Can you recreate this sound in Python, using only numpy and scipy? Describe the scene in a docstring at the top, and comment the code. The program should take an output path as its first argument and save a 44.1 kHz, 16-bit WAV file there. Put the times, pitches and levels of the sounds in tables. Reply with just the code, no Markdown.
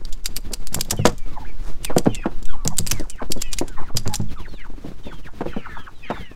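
"""A light breeze sways the air, mostly below hearing, while birds shuffle and rustle in a wooden coop.
A ratchet strap is cranked tight on it: its handle clacks and its steel pawl snaps over the teeth.
Soon the boards knock and the frame thuds, and young chickens chirp in falling notes and cry.
Near the end the boards knock a few more times and the flock breaks into hoarse chatter.
Blows are bursts of noise shaped by steel or wood, thuds are ringing tones, and calls are gliding tones."""
import sys
import numpy as np
from scipy import signal
from scipy.fft import rfft, irfft, next_fast_len
from scipy.io import wavfile
from scipy.ndimage import map_coordinates

SR = 44100
rng = np.random.default_rng(int(sys.argv[2]) if len(sys.argv) > 2 else 0)


def dump_mix(stems):
    """Bounce the given channels to the path in sys.argv[1] as a 16-bit WAV at rate SR."""
    frames = np.atleast_2d(stems).T  # one column per channel
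    limited = np.clip(frames, -1, 1)  # hard clip at full scale
    pcm = np.round(limited * 32767).astype(np.int16)
    wavfile.write(sys.argv[1], SR, pcm)


N = 280035  # samples in the scene

# slow sway of the air: time_s, level_db
BREEZE_LEVELS = [(4.4, -15.5), (5, -22), (6.35, -32)]

# colour of the birds' shuffling: frequency_hz, level_db (per Hz)
SHUFFLE_COLOUR = [(60,2), (342,-10), (600,-23.5), (4000,-29), (8800,-43)]
# colour of feathers and webbing: frequency_hz, level_db (per Hz)
RUSTLE_COLOUR = [(1200,5), (2800,-8), (6500,-6), (16000,-22)]
RUSTLE_DB = -58  # level of the steady feather rustle
# webbing slides through the buckle: time_s, level_db
STRAP_PULLS = [(1.67, -44), (2.96, -46.5), (4.1, -49.5)]
PULL_S = 0.052  # half the length of a pull

# the handle clacks against its stops: start_s, level_db, brightness_db (per octave)
HANDLE_CLACKS = [(0.051, -29, -2), (0.125, -28, -2), (0.671, -24.5, -1), (1.092, -30, -3.5), (1.18, -35, 5),
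                 (2.147, -22, -4.5), (2.427, -37, -1), (2.454, -33, -1.5), (2.65, -25.5, -0.5),
                 (2.676, -9.5, 0.5), (2.866, -21.5, -6), (2.872, -17, -0.5), (2.997, -29.5, -2),
                 (3.098, -24, 0), (3.681, -31, -1), (4.076, -22, -3.5), (4.156, -16.5, -0.8)]
CLACK_S = 0.0019  # length of a clack
# the pawl snaps over a tooth: start_s, level_db, brightness_db (per octave)
PAWL_SNAPS = [(0.257, -19, -1.5), (0.364, -21, 1.5), (0.534, -21.5, -0.5), (0.744, -17.5, -0.5),
              (0.809, -16.5, 0), (0.907, -14.5, 0), (1.056, -17.5, -7), (1.068, -20.5, -2),
              (1.846, -21, -1), (1.98, -17.5, 0.3), (2.783, -13, 1.5), (2.912, -14, -0.6),
              (3.318, -18, 1.5), (3.416, -20, -1.2), (3.53, -21, -2), (3.585, -20.5, -2.8),
              (3.969, -15.5, -1.5), (4.139, -21, -1.5)]
SNAP_S = 0.0068  # length of a snap
SLIDE_S, SLIDE_DB = 0.012, -19.5  # the slide before a snap: average length, level relative to the snap
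REBOUND_S, REBOUND_DB = 0.006, -5.5  # the pawl strikes again: average delay, greatest relative level
LOOSE_S, LOOSE_DB = 0.071, -19  # faint ticks after a contact: longest delay, greatest relative level
# colour of the ratchet's steel: frequency_hz, level_db (per Hz)
STEEL_COLOUR = [(300, -11), (1000, -8), (1900, -8.5), (3200, -1), (7400, 2), (10000, -2.5), (15500, -13.5)]
# resonances of the steel, before chance: pitch_hz, width_hz, level_db
STEEL_RESONANCES = [(4750, 250, -2), (7330, 350, -2.5), (12070, 250, -2)]
STEEL_SPREAD_DB, RAGGED_DB = 3.5, 4  # colour change between contacts, level flutter within one

# knocks on the boards: start_s, level_db (before a 6 dB lift), hardness_hz (cut-off)
BOARD_KNOCKS = [(0.507, -42.5, 825), (0.766, -39.5, 960), (.921, -35.5, 915), (1.054, -9.5, 1300),
                (1.062, -18, 1020), (1.899, -30, 1030), (1.965, -13, 620), (2.058, -24.5, 990),
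                (2.07, -12, 476), (2.258, -22, 860), (2.652, -35, 950), (2.997, -34, 490),
                (3.217, -33, 1040), (3.3, -34.5, 545), (3.361, -36, 444), (3.613, -24.5, 640),
                (4.056, -39.5, 1400), (4.842, -39, 470), (5.064, -41.5, 700), (5.408, -27.5, 905),
                (5.458, -31, 640), (5.564, -29.5, 605), (6.102, -26, 1010)]
CONTACT_S = 0.0027  # contact time of a blow listed at 0 dB
CONTACT_DOUBLES_DB = 11.5  # contact time doubles for each such drop in level
# colour of the coop's boards: frequency_hz, level_db (per Hz)
BOARD_COLOUR = [(50, -4.5), (200, 4), (350, 1), (680, -4.5), (2000, -8.5), (12000, -4)]
# resonances of the roof panel: pitch_hz
PANEL_PITCHES = [345, 484, 678, 1112]
PANEL_WIDTH_HZ, PANEL_DB = 18, -11  # width and height of each panel resonance

# the whole frame takes the strap's pull: start_s, level_db
FRAME_THUDS = [(0.761, -21), (0.923, -22), (0.991, -11.5), (1.059, -18.5), (2.07, -16.5), (2.658, -17),
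               (2.795, -18), (2.923, -20), (3.947, -18), (4.063, -16.5), (4.198, -15.5)]
# ringing tones of the frame, before chance: pitch_hz, level_db, t60_s (time to fade by 60 dB)
FRAME_TONES = [(107, 5.5, 0.23), (154.6, 1, 0.23), (208.9, -4, 0.35)]
# the boards rub as the frame flexes: length, cut-off, level relative to the thud
CREAK_S, CREAK_HZ, CREAK_DB = 0.013, 627, -11

# unbroken, gliding cries: start_s, end_s, opening_pitch_hz, closing_pitch_hz, level_db
GLIDING_CRIES = [(0.971, 1.061, 3150, 2410, -42.5), (1.176, 1.375, 2406, 2130, -58),
                 (1.415, 1.446, 967, 746, -39.5), (1.447, 1.472, 1425, 2600, -45),
                 (1.468, 1.528, 2470, 2140, -48), (2.126, 2.257, 2850, 2370, -42),
                 (2.47, 2.561, 3690, 2910, -50), (3.378, 3.526, 3440, 2750, -47.5),
                 (3.429, 3.547, 2650, 2370, -44.5), (4.095, 4.166, 869, 805, -35),
                 (4.285, 4.345, 3500, 2290, -55), (4.361, 4.428, 1352, 860, -42.5),
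                 (4.478, 4.55, 4420, 4000, -54.5), (4.528, 4.65, 4380, 2380, -51.5),
                 (5.037, 5.212, 3710, 2980, -51), (5.695, 5.83, 1790, 1594, -43),
                 (5.942, 6.048, 4060, 3300, -59), (6.152, 6.353, 3680, 2370, -50.5),
                 (6.164, 6.349, 2350, 1670, -49)]
# nearest chickens' chirps: start_s, end_s, opening_pitch_hz, whistle_db, croak_db
CHIRPS = [(1.269, 1.39, 1300, -45.5, -36.5), (1.827, 1.941, 3050, -37, -42), (2.086, 2.261, 3200, -44, -36),
          (2.478, 2.562, 1660, -38, -40), (2.556, 2.74, 1220, -44, -34.5),
          (2.932, 3.063, 2400, -41.5, -48.5), (3.104, 3.216, 3350, -46.5, -37.5),
          (3.659, 3.806, 1647, -47.5, -33.5), (3.758, 3.841, 2100, -40.5, -36.5),
          (3.829, 3.913, 2400, -48, -41), (4.374, 4.486, 3800, -46, -42.5), (4.572, 4.673, 2600, -40, -43),
          (5.03, 5.141, 3300, -46.5, -41), (5.228, 5.297, 3600, -41.5, -43),
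          (5.465, 5.554, 2985, -42.5, -41.5), (5.561, 5.679, 3300, -47.5, -36),
          (5.701, 5.783, 2700, -47, -33.5), (5.779, 5.895, 3400, -55, -40),
          (6.025, 6.127, 2750, -34.5, -33.5), (6.061, 6.184, 3450, -43, -36.5)]
SAG_PER_S, BREAK_S = 0.98, 0.032  # slow sinking rate of a whistle, time over which it breaks
CROAK_HZ, CROAK_S = 792, 0.046  # pitch it plunges to, length of the closing croak
# bursts of flock chatter: first_call_s, last_call_s, calls (count)
CHATTER_BURSTS = [(5.47, 5.75, 15), (6.02, 6.13, 7)]
# flock's calls: middle pitch, highest pitch over lowest, greatest share of pitch lost
FLOCK_HZ, FLOCK_RANGE, CHATTER_FALL = 2200, 3, 0.4
CHATTER_CALL_S, CHATTER_RASP, CHATTER_DB = 0.13, 0.5, -52  # average length, hoarseness, level
WHISTLE_RASP, CROAK_RASP = 0.26, 1  # hoarseness of a whistle, what the break adds
WAVER, RASP_RATE = 0.00706, 550  # share by which pitch wavers, hoarse flutters a second
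# a voice: average distance and greatest level of side strands, overtone level, slow level flutter
STRAND_OCTAVES, STRAND_DB, OVERTONE_DB, FLUTTER_DB = 0.33, -10.5, -19, 3

TOP_HZ = 15900  # highest frequency the recorder keeps


def amp(db):
    """Turn decibels into a gain."""
    return 10 ** (np.asarray(db) / 20)


def unit(x):
    """Scale a sound to an average (rms) size of 1."""
    return x / np.sqrt(np.mean(x ** 2) + 1e-20)


def along(points, hz):
    """Read a (frequency, value) curve on a log frequency axis."""
    f, v = np.transpose(points)
    return np.interp(np.log(hz + 1), np.log(f + 1), v)


def curves(rows):
    """Draw one value per sample for each column after the time."""
    s, *cols = np.transpose(rows)
    return [np.interp(np.arange(N) / SR, s, c) for c in cols]


def wobble(rate, n):
    """Draw a smooth random curve of n samples through `rate` random points a second."""
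    points = rng.standard_normal(int(n * rate / SR) + 4)
    return map_coordinates(points, [np.arange(n) * rate / SR])


def filtered(x, gain):
    """Filter x by gain(hz), with no sound ahead of its cause (a minimum-phase filter)."""
    m = 2 * next_fast_len(len(x))
    cepstrum = irfft(np.log(np.maximum(gain(np.fft.rfftfreq(m, 1 / SR)), 1e-6)), m)
    # folding the second half onto the first keeps the response after time zero
    cepstrum[1:m // 2] *= 2
    cepstrum[m // 2 + 1:] = 0
    return irfft(rfft(x, m) * np.exp(rfft(cepstrum)), m)[:len(x)]


def noise(spectrum):
    """Make coloured noise of rms 1."""
    return unit(filtered(rng.standard_normal(N), lambda hz: amp(along(spectrum, hz))))


def add(track, s, sound):
    """Mix a sound into the track at time s."""
    part = track[max(round(s * SR), 0):][:len(sound)]
    part += sound[:len(part)]


def at_level(x, db, length):
    """Give a blow the energy of a level db held for its length."""
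    return x * amp(db) * np.sqrt(length * SR / np.sum(x ** 2))


def contact(t, length, grit, ring_db, t60):
    """A gritty scrape builds up and lets go; longer ones leave more chatter in loose parts."""
    grains = wobble(2500, len(t))
    build_up = 1 - np.exp(-t / (0.22 * length))
    let_go = np.exp(-(t / length) ** 3)
    scrape = build_up * let_go * unit(np.exp(grit * grains))
    chatter = np.sqrt(length / t60) * amp(ring_db - 60 * t / t60)
    return (scrape + chatter) * rng.standard_normal(len(t))


def coop(x, wet_db, t60):
    """Dense echoes between the plywood walls: a dulled noise tail that fades by 60 dB in t60 seconds."""
    t = np.arange(SR // 3) / SR
    tail = rng.standard_normal(len(t)) * amp(-60 * t / t60)
    tail = filtered(tail / np.linalg.norm(tail), lambda hz: 1 / np.hypot(1, hz / 5000))
    return x + amp(wet_db) * signal.fftconvolve(x, tail)[:N]


def breeze():
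    """Slow swings of air pressure, with a faint rumble above them, made from very low noise."""
    sway_db, = curves(BREEZE_LEVELS)
    return amp(sway_db) * noise([(5, -3.5), (38, -30), (52, -40.0), (1000, -115)])


def stirring():
    """Birds shuffle and tap on the floor; feathers rustle, and the webbing swishes at each pull."""
    clock = np.arange(N) / SR
    pulls = sum(amp(db) * np.exp(-((clock - s) / PULL_S) ** 2) for s, db in STRAP_PULLS)
    rubbing = amp(RUSTLE_DB) + pulls
    shuffle = amp(-41.5) * unit(noise(SHUFFLE_COLOUR) * amp(5.5 * wobble(35, N)))
    flutter_db = 2 * wobble(50, N) + 3.5 * wobble(900, N)
    rustle = rubbing * unit(noise(RUSTLE_COLOUR) * amp(flutter_db))
    # 70 short taps at random times, dulled by the boards
    steps, t = np.zeros(N), np.arange(SR // 8) / SR
    for when, size in rng.random(size=(70, 2)):
        tap = amp(10 * size - 60 * t / 0.047) * rng.standard_normal(len(t))
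        add(steps, when * N / SR, tap)
    steps = filtered(steps, lambda hz: amp(along(BOARD_COLOUR, hz)) / (1 + (hz / 700) ** 2))
    return shuffle + rustle + amp(-49) * unit(steps)


def steel(t, length, bright_db):
    """One ragged steel contact, its colour and resonances varied by chance."""
    sizes = STEEL_SPREAD_DB * rng.standard_normal(len(STEEL_RESONANCES))
    bumps = STEEL_SPREAD_DB * rng.standard_normal(20)
    bump_hz = np.linspace(0, SR / 2, len(bumps))

    def ring(hz):
        """Add a peak at each resonance of the steel."""
        return 1 + sum(amp(level + a) / (1 + (2 * (hz - f) / width) ** 2)
                       for a, (f, width, level) in zip(sizes, STEEL_RESONANCES))

    def gain(hz):
        """Join the steel's colour, its chance bumps, the brightness above 2500 Hz and the ringing."""
        tilt_db = bright_db * np.log2(np.maximum(hz / 2500, 1))
        colour_db = np.interp(hz, bump_hz, bumps) + tilt_db
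        return amp(along(STEEL_COLOUR, hz) + colour_db) * ring(hz)

    push = contact(t, length, grit=0.87, ring_db=7, t60=0.051)
    return filtered(push * amp(RAGGED_DB * wobble(538, len(t))), gain)


def ratchet():
    """The pawl slides up a tooth, slaps home and rebounds; the handle clacks and loose parts tick."""
    out, t = np.zeros(N), np.arange(SR // 8) / SR
    chances = rng.random((len(PAWL_SNAPS), 3))
    for (s, db, bright_db), (slow, late, hard) in zip(PAWL_SNAPS, chances):
        slide_s = SLIDE_S * (0.5 + slow)
        slide = steel(t, slide_s, bright_db)
        add(out, s - slide_s, at_level(slide, db + SLIDE_DB, SNAP_S))
        snap = steel(t, SNAP_S, bright_db)
        add(out, s, at_level(snap, db, SNAP_S))
        rebound = steel(t, CLACK_S, bright_db)
        rebound_db = db + REBOUND_DB - 10 * hard
        add(out, s + REBOUND_S * (0.5 + late), at_level(rebound, rebound_db, CLACK_S))
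    for s, db, bright_db in HANDLE_CLACKS:
        add(out, s, at_level(steel(t, CLACK_S, bright_db), db, CLACK_S))
    # two loose ticks follow every contact
    contacts = [*PAWL_SNAPS, *HANDLE_CLACKS] * 2
    for (s, db, bright_db), (lag, size) in zip(contacts, rng.random((len(contacts), 2))):
        tick = steel(t, CLACK_S / 2, bright_db)
        add(out, s + LOOSE_S * lag, at_level(tick, db + LOOSE_DB - 20 * size, CLACK_S))
    return out


def boards(push, hard_hz):
    """The coop answers a push: harder contacts reach higher, and the roof panel rings along."""
    def gain(hz):
        """Join the wood's colour, the panel's peaks and the low and high cuts set by hardness."""
        peaks = sum(1 / (1 + (2 * (hz - f) / PANEL_WIDTH_HZ) ** 2) for f in PANEL_PITCHES)
        panel = 1 + amp(PANEL_DB) * peaks
        low_cut = hz ** 2 / (hz ** 2 + (0.21 * hard_hz) ** 2)
        high_cut = 1 / np.sqrt(1 + (hz / hard_hz) ** 4.8)
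        return amp(along(BOARD_COLOUR, hz)) * panel * low_cut * high_cut

    return filtered(push, gain)


def knocks():
    """A blow, then a rattle of damped boards: strong blows are brief, weak ones scuff."""
    out, t = np.zeros(N), np.arange(SR // 4) / SR
    for s, db, hard_hz in BOARD_KNOCKS:
        length = CONTACT_S * 2 ** (-db / CONTACT_DOUBLES_DB)
        push = contact(t, length, grit=0.9, ring_db=6.5, t60=0.094)
        push[0] += 0.0055 / length * np.linalg.norm(push)  # short contacts land as one clean impact
        add(out, s, at_level(boards(push, hard_hz), db + 6.0, length))
    return out


def thuds():
    """Each heave sets the low tones of the frame ringing and rubs its boards together."""
    out, t = np.zeros(N), np.arange(SR // 3) / SR
    for s, db in FRAME_THUDS:
        chance = rng.standard_normal((len(FRAME_TONES), 2))
        ring = np.zeros(len(t))
        for (hz, level, t60), (a, b) in zip(FRAME_TONES, chance):
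            # chance shifts each tone's level, direction and pitch
            fade = np.sign(a) * amp(level + 2 * a - 60 * t / t60)
            ring += fade * np.sin(2 * np.pi * hz * (1 + 0.034 * b) * t)
        soft_start = 1 - np.exp(-t / 0.0011)
        add(out, s, at_level(ring * soft_start, db, 0.0087))
        rub = contact(t, CREAK_S, grit=1.0, ring_db=28.0, t60=0.09)
        add(out, s, at_level(boards(rub, CREAK_HZ), db + CREAK_DB, CREAK_S / 2))
    return out


def voice(hz, rasp):
    """A wavering, hoarse tone with an overtone; weaker strands glide a drifting interval below and above."""
    n = len(hz)

    def tone(f):
        """Spin a tone whose pitch follows f and wavers."""
        wavering_hz = f * (1 + WAVER * wobble(69, n))
        return np.exp(2j * np.pi * np.cumsum(wavering_hz) / SR)

    def rough():
        """Draw fast hoarseness on top of a slower flutter of level."""
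        hoarse = 1 + rasp * (wobble(RASP_RATE, n) + 1j * wobble(RASP_RATE, n))
        return hoarse * amp(FLUTTER_DB * wobble(65.9, n))

    main = tone(hz)
    sound = rough() * (main + amp(OVERTONE_DB) * main ** 2)  # squaring doubles the pitch
    for side, size in ((-1, 1), (1, 0.54)):
        # the interval drifts between two chance values
        octaves = side * STRAND_OCTAVES * np.linspace(*(0.5 + rng.random(2)), n)
        strand_gain = size * min(hz[0] / FLOCK_HZ, 1) * amp(STRAND_DB)  # weaker in low voices
        sound = sound + strand_gain * rough() * tone(hz * 2 ** octaves)
    return unit(np.real(sound))


def cry(length, first_hz, last_hz, db, rasp):
    """A call that swells quickly, glides and stops without breaking."""
    u = np.linspace(0, 1, int(max(length, 0.02) * SR))
    swell = np.sqrt(np.abs(np.sin(np.pi * np.sqrt(u))))
    return amp(db) * swell * voice(first_hz * (last_hz / first_hz) ** u, rasp)


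def chirp(length, first_hz, whistle_db, croak_db):
    """A sinking whistle that fades as it breaks into a hoarse, plunging croak."""
    t = np.arange(max(int(length * SR), SR // 20)) / SR
    left = len(t) / SR - t  # seconds still to go
    held = 1 - np.exp(-left / BREAK_S)  # near 1 in the whistle, 0 once fully broken
    hz = CROAK_HZ * (first_hz * np.exp(-SAG_PER_S * t) / CROAK_HZ) ** held
    attack = 1 - np.exp(-t / 0.016)
    whistle = amp(whistle_db) * attack * np.sqrt(left / left[0]) * held
    croak = amp(croak_db) * np.sin(np.pi * np.sqrt(np.minimum(left / CROAK_S, 1))) ** 2
    return voice(hz, WHISTLE_RASP + CROAK_RASP * (1 - held)) * (whistle + croak)


def chickens():
    """The nearest birds chirp and cry, and bursts of hoarse, overlapping chatter run through the flock."""
    out = np.zeros(N)
    for start, end, first_hz, whistle_db, croak_db in CHIRPS:
        add(out, start, chirp(end - start, first_hz, whistle_db, croak_db))
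    for start, end, first_hz, last_hz, db in GLIDING_CRIES:
        add(out, start, cry(end - start, first_hz, last_hz, db, WHISTLE_RASP))
    for first, last, count in CHATTER_BURSTS:
        starts = np.linspace(first, last, count)
        for start, (size, span, fall) in zip(starts, rng.random((count, 3))):
            hz = FLOCK_HZ * FLOCK_RANGE ** (size - 0.5)
            last_hz = hz * (1 - CHATTER_FALL * fall)
            length = CHATTER_CALL_S * (0.5 + span)
            add(out, start, cry(length, hz, last_hz, CHATTER_DB, CHATTER_RASP))
    return coop(out, wet_db=-8, t60=0.13)


def scene():
    """Calls and knocks echo in the coop, the outside ratchet fainter and longer; the rest stays dry."""
    outside = coop(ratchet(), wet_db=-23.5, t60=0.6)
    wood = coop(knocks(), wet_db=-11.5, t60=0.14) + thuds()
    return (outside + wood + chickens() + stirring() + breeze())[None]


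def record(dry):
    """The recorder rounds off the highest peaks and keeps almost nothing above its band limit."""
    held = dry / (1 + np.abs(dry) ** 8) ** (1 / 8)
    band_limit = 1 + (np.fft.rfftfreq(N, 1 / SR) / TOP_HZ) ** 120
    return irfft(rfft(held) / band_limit, N)


dry = scene()
out = record(dry)
dump_mix(out)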